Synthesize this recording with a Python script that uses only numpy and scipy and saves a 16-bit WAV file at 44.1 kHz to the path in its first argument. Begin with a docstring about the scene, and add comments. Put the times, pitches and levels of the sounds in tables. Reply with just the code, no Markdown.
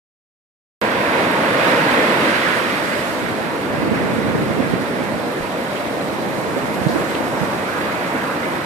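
"""The sound cuts in on a broken wave already roaring; it builds, collapses and slides up the sand.
Large bubble clouds oscillate to make the roar; small bubbles and spray make the rush and the fizz.
Splashes land close by, and turbulent gusts buffet the two ports of a microphone at the water's edge,
mostly the right one. More surf rolls behind, and near the end the next breaker swells."""
import sys
import numpy as np
from scipy import signal
from scipy.fft import rfft, irfft
from scipy.io import wavfile
from scipy.ndimage import uniform_filter1d

SR = 44100
rng = np.random.default_rng(int(sys.argv[2]) if len(sys.argv) > 2 else 0)


def dump(signal):
    """Clip the signal to [-1, 1] and save it as 16-bit WAV at the path in sys.argv[1]."""
    limited = np.clip(np.atleast_2d(signal).T, -1, 1)
    pcm = np.round(limited * 32767).astype(np.int16)
    wavfile.write(sys.argv[1], SR, pcm)


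N = 381465
TIME = np.arange(N) / SR


def breakers():
    """Collective oscillation: bubble clouds roar, near and far, while spilling crests rush and spray."""
    # spectra of the close boom, its hollow roar, the far surf and the crests: f/Hz, relative level/dB
    boom_spectrum = [(60, -40), (130, -7), (260, 2), (320, -0.5), (420, -3.5), (700, -38)]
    bore_spectrum = [(100, -31), (280, -9), (385, -12), (480, 3.5), (590, 2.5), (780, -7), (960, 0.3),
                     (1300, -11.5), (2500, -30), (6000, -70)]
    far_spectrum = [(20, -38), (42, -43), (65, -21.5), (150, -2), (260, 0.3), (320, 3), (385, -3), (480, 1),
                    (590, 1.5), (780, -5), (960, -4), (1300, -10.5), (2500, -33), (6000, -68)]
    rush_spectrum = [(150, -40), (500, -7), (950, -4.5), (1400, 1.5), (1950, 1.5), (2400, -3), (3000, -9),
                     (3700, -11.5), (5000, -21), (6500, -31), (10000, -35), (16000, -60)]
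    # surf further out: t/s, relative roar level/dB, relative rush level/dB
    far_levels = [(.8, -28, -29), (3.2, -27, -31), (4.4, -26.5, -31), (5.3, -28, -33), (6.2, -27, -34.5),
                  (7.0, -26, -32), (8.65, -28, -31)]
    far_roar, far_rush = amp(curves(far_levels))
    close_boom = close_wave(level_db=-29, build_db_per_s=0.5, collapse_s=1.95, dying_s=0.45)
    close_roar = close_wave(level_db=-23, build_db_per_s=3.2, collapse_s=2, dying_s=0.25)
    close_rush = close_wave(level_db=-22.5, build_db_per_s=5, collapse_s=2.26, dying_s=0.5)
    boom = bubble_noise(boom_spectrum, patch_db=2.0, frames=10, bins=5) * close_boom
    bore = bubble_noise(bore_spectrum, patch_db=1.4, frames=14, bins=4) * close_roar
    far = bubble_noise(far_spectrum, patch_db=1.0, frames=10, bins=5) * far_roar
    roar = (boom + bore + far) * amp(3.5 + 0.62 * flutter(rate_hz=30))
    rush = bubble_noise(rush_spectrum, patch_db=0.67, frames=9, bins=10)
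    rush *= amp(0.5 * flutter(rate_hz=2.4))
    spray = droplets(per_s=900, spread_db=4.0, low_hz=1180, high_hz=3900, cycles=3.2)
    spray *= amp(-18.5) * amp([[-3], [2]])  # louder on the right
    crest = (rush + spray) * np.hypot(close_rush, far_rush) * amp(3.5)
    # distance takes the treble off the crests
    close_share = close_rush ** 2 / (close_rush ** 2 + far_rush ** 2)
    treble = signal.sosfiltfilt(signal.butter(2, 2900, "high", fs=SR, output="sos"), crest)
    return roar + crest + treble * (amp(-1.44 + 2.0 * close_share) - 1)


def close_wave(level_db, build_db_per_s, collapse_s, dying_s, tumble_s=1.9):
    """Amplitude envelope: the wave builds as it runs in, holds as it tumbles, then collapses."""
    # a surge each time the front topples: t/s, rise/dB, half length/s
    surges = [(1.2, 1, 0.054), (1.67, 1.5, 0.067), (2.3, 0.6, 0.072), (3.052, 2.2, 0.087)]
    surge_db = sum(rise_db * bell((TIME - s) / half_s) for s, rise_db, half_s in surges)
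    build = amp(level_db + surge_db - build_db_per_s * np.maximum(tumble_s - TIME, 0))
    return build * bell(np.maximum(TIME - collapse_s, 0) / dying_s)


def foam():
    """Small bubbles resonate high: foam hisses and prickles, drifting from right to left up the sand."""
    # spectrum of the fizz: f/Hz, relative level/dB
    spectrum = [(1500, -11), (4000, 7.5), (5500, 1.3), (6600, -0.5), (8200, 0.5), (10500, -1.5),
                (13000, -3), (14600, -9.5)]
    # foam sheet around the microphone: t/s, relative level/dB, left minus right/dB
    sheet = [(.8, -51, -3), (2.3, -51, -3.5), (3.5, -49.5, -2.5), (4.0, -45.5, -1.5), (5.4, -45.2, -2),
             (6.7, -44, 1), (6.95, -42.6, 1.6), (8.65, -45, 0.5)]
    sheet_db, side_db = curves(sheet)
    close_fizz = close_wave(level_db=-41, build_db_per_s=5.5, collapse_s=2.5, dying_s=0.8)
    hiss = bubble_noise(spectrum, patch_db=1.0, frames=8, bins=14) * amp(0.64 * flutter(rate_hz=19))
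    prickle = amp(-17) * droplets(per_s=700, spread_db=4.5, low_hz=4530, high_hz=13000, cycles=1.8)
    return (hiss + prickle) * np.hypot(close_fizz, amp(sheet_db)) * pan(5, side_db)


def wind(breeze_db=-36.5, rise_s=0.14, fall_s=0.1):
    """Turbulent pressure rumbles, uncorrelated at the two ports; breeze and gusts add in power."""
    # spectrum of the turbulence: f/Hz, relative level/dB
    rumble = [(15, -42), (38, -58), (65, -9.5), (110, -3.5), (160, -1), (240, 2), (330, -4), (480, -5.5),
              (750, -32), (1500, -33), (5000, -65)]
    # gusts: t/s at full strength, hold/s, right-port level/dB, left minus right/dB
    gusts = [(2.6, 0.28, -36, 1), (3.3, 0.093, -29.5, -5), (3.88, 0.83, -21, -4), (5.034, 0.13, -26, -8),
             (6.194, 0.32, -28, -10), (6.855, 0.057, -23, -8), (7.2, 0.19, -29.5, -4)]
    power = amp(breeze_db) ** 2
    for s, hold_s, level_db, side_db in gusts:
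        away = np.maximum(s - TIME, 0) / rise_s + np.maximum(TIME - s - hold_s, 0) / fall_s
        power = power + (amp([[level_db + side_db], [level_db]]) * bell(away)) ** 2
    colour = amp(at_hz(rumble, np.fft.rfftfreq(N, 1 / SR)))
    out = np.zeros((2, N))
    for port, strength in enumerate(np.sqrt(power)):
        air = irfft(rfft(rng.standard_normal(N)) * colour, N)
        out[port] = unit(air * amp(1.5 * flutter(rate_hz=24))) * strength
    return out


def thumps(octave_db=-7.5):
    """Pressure pulses, steepened by a second harmonic: wind eddies, and a handling bump at 5.42 s."""
    # low thumps at the microphone: t/s, level/dB, half length/s, f/Hz, port (0 left, 1 right)
    pulses = [(3.785, -13, 0.0025, 230, 1), (3.878, -13, .005, 310, 1), (3.92, -8.5, .006, 220, 1),
              (4.187, -9, .005, 250, 1), (4.354, -6, 0.0032, 220, 0), (4.605, -6, 0.0046, 260, 1),
              (4.674, -14, 0.0036, 170, 1), (4.738, -3, 0.0027, 225, 1), (5.008, -14, .004, 280, 1),
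              (5.42, -25, .015, 35, 1), (6.572, -9, .0035, 268, 1), (6.817, -15, 0.0032, 140, 1),
              (6.869, -4, 0.0052, 154, 1), (6.9, -12, 0.0024, 302, 1), (6.963, -9, .005, 326, 1),
              (7.208, -11, .003, 280, 0), (7.418, -12, 0.0063, 157, 1), (7.435, -9.5, .003, 220, 1)]
    out = np.zeros((2, N))
    for s, level_db, half_s, hz, port in pulses:
        t = np.arange(-4 * half_s, 4 * half_s, 1 / SR)
        phase = 2 * np.pi * (hz * t + rng.random())
        thump = (np.cos(phase) + amp(octave_db) * np.cos(2 * phase)) * bell(t / half_s)
        add(out[port], s + t[0], thump * amp(level_db))
    return out


def splashes():
    """Impact noise: each small splash is a band of noise that decays exponentially."""
    # splashes close by: t/s, level/dB, decay time/s, f/Hz, left minus right/dB
    impacts = [(3.94, -26, .07, 1540, -4), (4.611, -30, 0.05, 1800, 1), (5.755, -32, 0.061, 2150, -5),
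               (6.89, -38, .06, 4000, 1), (6.958, -23, 0.026, 990, 0), (7.105, -34, 0.049, 2500, -1),
               (7.146, -28.5, .022, 2500, -1), (7.811, -32, .015, 2460, -7)]
    out, t = np.zeros((2, N)), np.arange(SR // 4) / SR
    for s, level_db, decay_s, hz, side_db in impacts:
        spatter = np.array([unit(band_noise(hz, octaves=0.5, count=len(t))) for port in range(2)])
        add(out, s, spatter * np.exp(-t / decay_s) * pan(level_db, side_db))
    return out


def slaps(decay_cycles=0.98, rise_s=0.00019):
    """Damped resonance: a pocket of air rings briefly in each sharp slap of water."""
    # air pockets: t/s, level/dB, f/Hz, left minus right/dB
    pockets = [(5.651, -18, 2300, 4), (6.8855, -13, 4100, 2), (6.886, -9, 7200, 2),
               (7.152, -4.5, 2850, -1.5)]
    out, t = np.zeros((2, N)), np.arange(SR // 4) / SR
    for s, level_db, hz, side_db in pockets:
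        envelope = np.exp(-hz * t / decay_cycles) * (1 - np.exp(-t / rise_s))
        add(out, s, np.sin(2 * np.pi * hz * t) * envelope * pan(level_db, side_db))
    return out


def spray_ticks(decay_s=0.00016):
    """Impulse excitation: drops tick on the microphone housing, beside the left port."""
    # drops of spray: t/s, left-port level/dB, f/Hz
    drops = [(1.3156, -13, 14300), (3.563, -22, 13100), (3.6194, -20, 13600), (5.3202, -18.5, 12500),
             (6.742, -24, 13000)]
    out, t = np.zeros((2, N)), np.arange(SR // 4) / SR
    for s, level_db, hz in drops:
        ring = np.sin(2 * np.pi * hz * t) * np.exp(-t / decay_s)
        add(out, s, ring * amp([[level_db], [level_db - 12]]))
    return out


def trickle(peak_s=5.83, half_s=0.37, level_db=-39):
    """Bubble resonance: loose bubbles ring while the swash stalls at the top of its run."""
    bubbles = droplets(per_s=510, spread_db=1.5, low_hz=1920, high_hz=4160, cycles=7.7)
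    return bubbles * bell((TIME - peak_s) / half_s) * amp(level_db)


def next_breaker(full_s=8.2, rise_s=1, level_db=-29):
    """Bubble noise swells in the midrange as the next wave spills over further out."""
    # spectrum of the spilling wave: f/Hz, relative level/dB
    spectrum = [(400, -24), (750, -5), (1000, -0.5), (1500, -3), (2500, -10), (5000, -50)]
    swell = bell(np.maximum(full_s - TIME, 0) / rise_s)
    return bubble_noise(spectrum, patch_db=3.0, frames=12, bins=6) * swell * amp(level_db)


def bubble_noise(spectrum, patch_db, frames, bins, size=1024, hop=256):
    """Superposition: countless bubbles sum to noise that is partly coherent at the two ports."""
    # likeness of the sea at the ports: f/Hz, coherence (clipped to 0-1)
    likeness = [(50, 0.3), (250, 1.1), (385, 0.8), (480, .93), (620, 0.66), (790, 0.45), (960, 0.66),
                (1250, 0.1), (2000, 0.5), (3000, 0.24), (4300, 0.38), (6500, 0)]
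    # phase by which the left port leads: f/Hz, phase/rad
    lead = [(50, 0.8), (300, -0.4), (550, -0.23), (750, -0.4), (1000, -1), (1200, 0.2), (1700, 2),
            (2200, 1.95), (3000, 0), (4000, -2.5), (6000, -7.5)]
    # balance of the ports: f/Hz, left minus right/dB
    tilt = [(100, -1), (300, 1.5), (430, -0.5), (650, -0.2), (880, -3.5), (1100, -2.5), (1900, -7),
            (2700, -7), (3300, -4), (4200, -6), (6600, 4), (9300, -3), (12000, 4.5), (14300, 14)]
    hz = np.fft.rfftfreq(size, 1 / SR)
    draws = rng.standard_normal((5, N // hop + 5, len(hz)))
    common, separate = draws[0] + 1j * draws[1], draws[2] + 1j * draws[3]
    # patches of the spectrum, frames long and bins wide, swell and fade as the water tumbles
    patches = unit(uniform_filter1d(uniform_filter1d(draws[4], frames, axis=0), bins, axis=1))
    coherence = np.clip(at_hz(likeness, hz), 0, 1)
    lean = amp(at_hz(tilt, hz) / 2)
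    left = common * np.exp(1j * at_hz(lead, hz)) * lean
    right = (coherence * common + np.sqrt(1 - coherence ** 2) * separate) / lean
    gain = amp(at_hz(spectrum, hz) + patch_db * patches) / np.hypot(lean, 1 / lean)
    spectra = np.array([left, right]) * gain
    _, sound = signal.istft(spectra.swapaxes(1, 2), nperseg=size, noverlap=size - hop)
    return unit(sound[:, :N])


def droplets(per_s, spread_db, low_hz, high_hz, cycles, pitches=24):
    """A Poisson process: bursting bubbles and falling spray ring briefly, most tiny and a few large."""
    out, t = np.zeros((2, N)), np.arange(512) / SR
    for k, hz in enumerate(np.geomspace(low_hz, high_hz, pitches)):
        hits = rng.random(N) < per_s / pitches / SR
        strength = np.minimum(rng.standard_exponential(N), 5)
        ring = np.sin(2 * np.pi * hz * t) * np.exp(-hz * t / cycles)
        out[k % 2] += signal.oaconvolve(hits * amp(spread_db * strength), ring)[:N]
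    return unit(out)


def flutter(rate_hz):
    """Random modulation of unit rms, rolling off above the given rate."""
    hz = np.fft.rfftfreq(N, 1 / SR)
    response = hz / (hz + 2) / (1 + (hz / rate_hz) ** 2)
    return unit(irfft(rfft(rng.standard_normal(N)) * response, N))


def band_noise(centre_hz, octaves, count):
    """Noise in a Gaussian band of log frequency, count samples long."""
    hz = np.fft.rfftfreq(SR, 1 / SR)
    band = bell(np.log2((hz + 1) / centre_hz) / octaves)
    return irfft(rfft(rng.standard_normal(SR)) * band, SR)[:count]


def bell(x):
    """Gaussian curve of height one."""
    return np.exp(-.5 * x ** 2)


def amp(db):
    """Decibels to amplitude ratio."""
    return 10 ** (np.asarray(db) / 20)


def pan(level_db, side_db):
    """Left and right gains with a level difference of side_db."""
    return amp(level_db + side_db * np.array([[.5], [-.5]]))


def unit(x):
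    """Scales to an rms of one."""
    return x / np.sqrt(np.mean(x ** 2) + 1e-20)


def at_hz(points, hz):
    """Interpolates a table on a log-frequency axis."""
    f, value = np.transpose(points)
    return np.interp(np.log(hz + 1), np.log(f + 1), value)


def curves(rows):
    """Interpolates each column of a timed table, sample by sample."""
    s, *columns = np.transpose(rows)
    return np.array([np.interp(TIME, s, column) for column in columns])


def add(mix, s, sound):
    """Superposes a sound at time s."""
    part = mix[..., round(s * SR):][..., :sound.shape[-1]]
    part += sound[..., :part.shape[-1]]


def scene():
    """Linear superposition: sea, wind and thumps add at each port."""
    sea = breakers() + next_breaker() + foam() + trickle() + splashes() + slaps() + spray_ticks()
    return sea + wind() + thumps()


def record(dry, start_s=0.815, low_hz=38, high_hz=14680, ceiling=0.96):
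    """Band limiting and soft saturation: the sound switches on abruptly, its peaks rounded off."""
    highpass = signal.butter(2, low_hz, "high", fs=SR, output="sos")
    thinned = signal.sosfilt(highpass, dry) * (TIME >= start_s)
    rounded = thinned / (1 + (thinned / ceiling) ** 8) ** (1 / 8)
    lowpass = signal.firwin(1023, high_hz, window=("kaiser", 9), fs=SR)
    return signal.oaconvolve(rounded, lowpass[None], "same")


dry = scene()
out = record(dry)
dump(out)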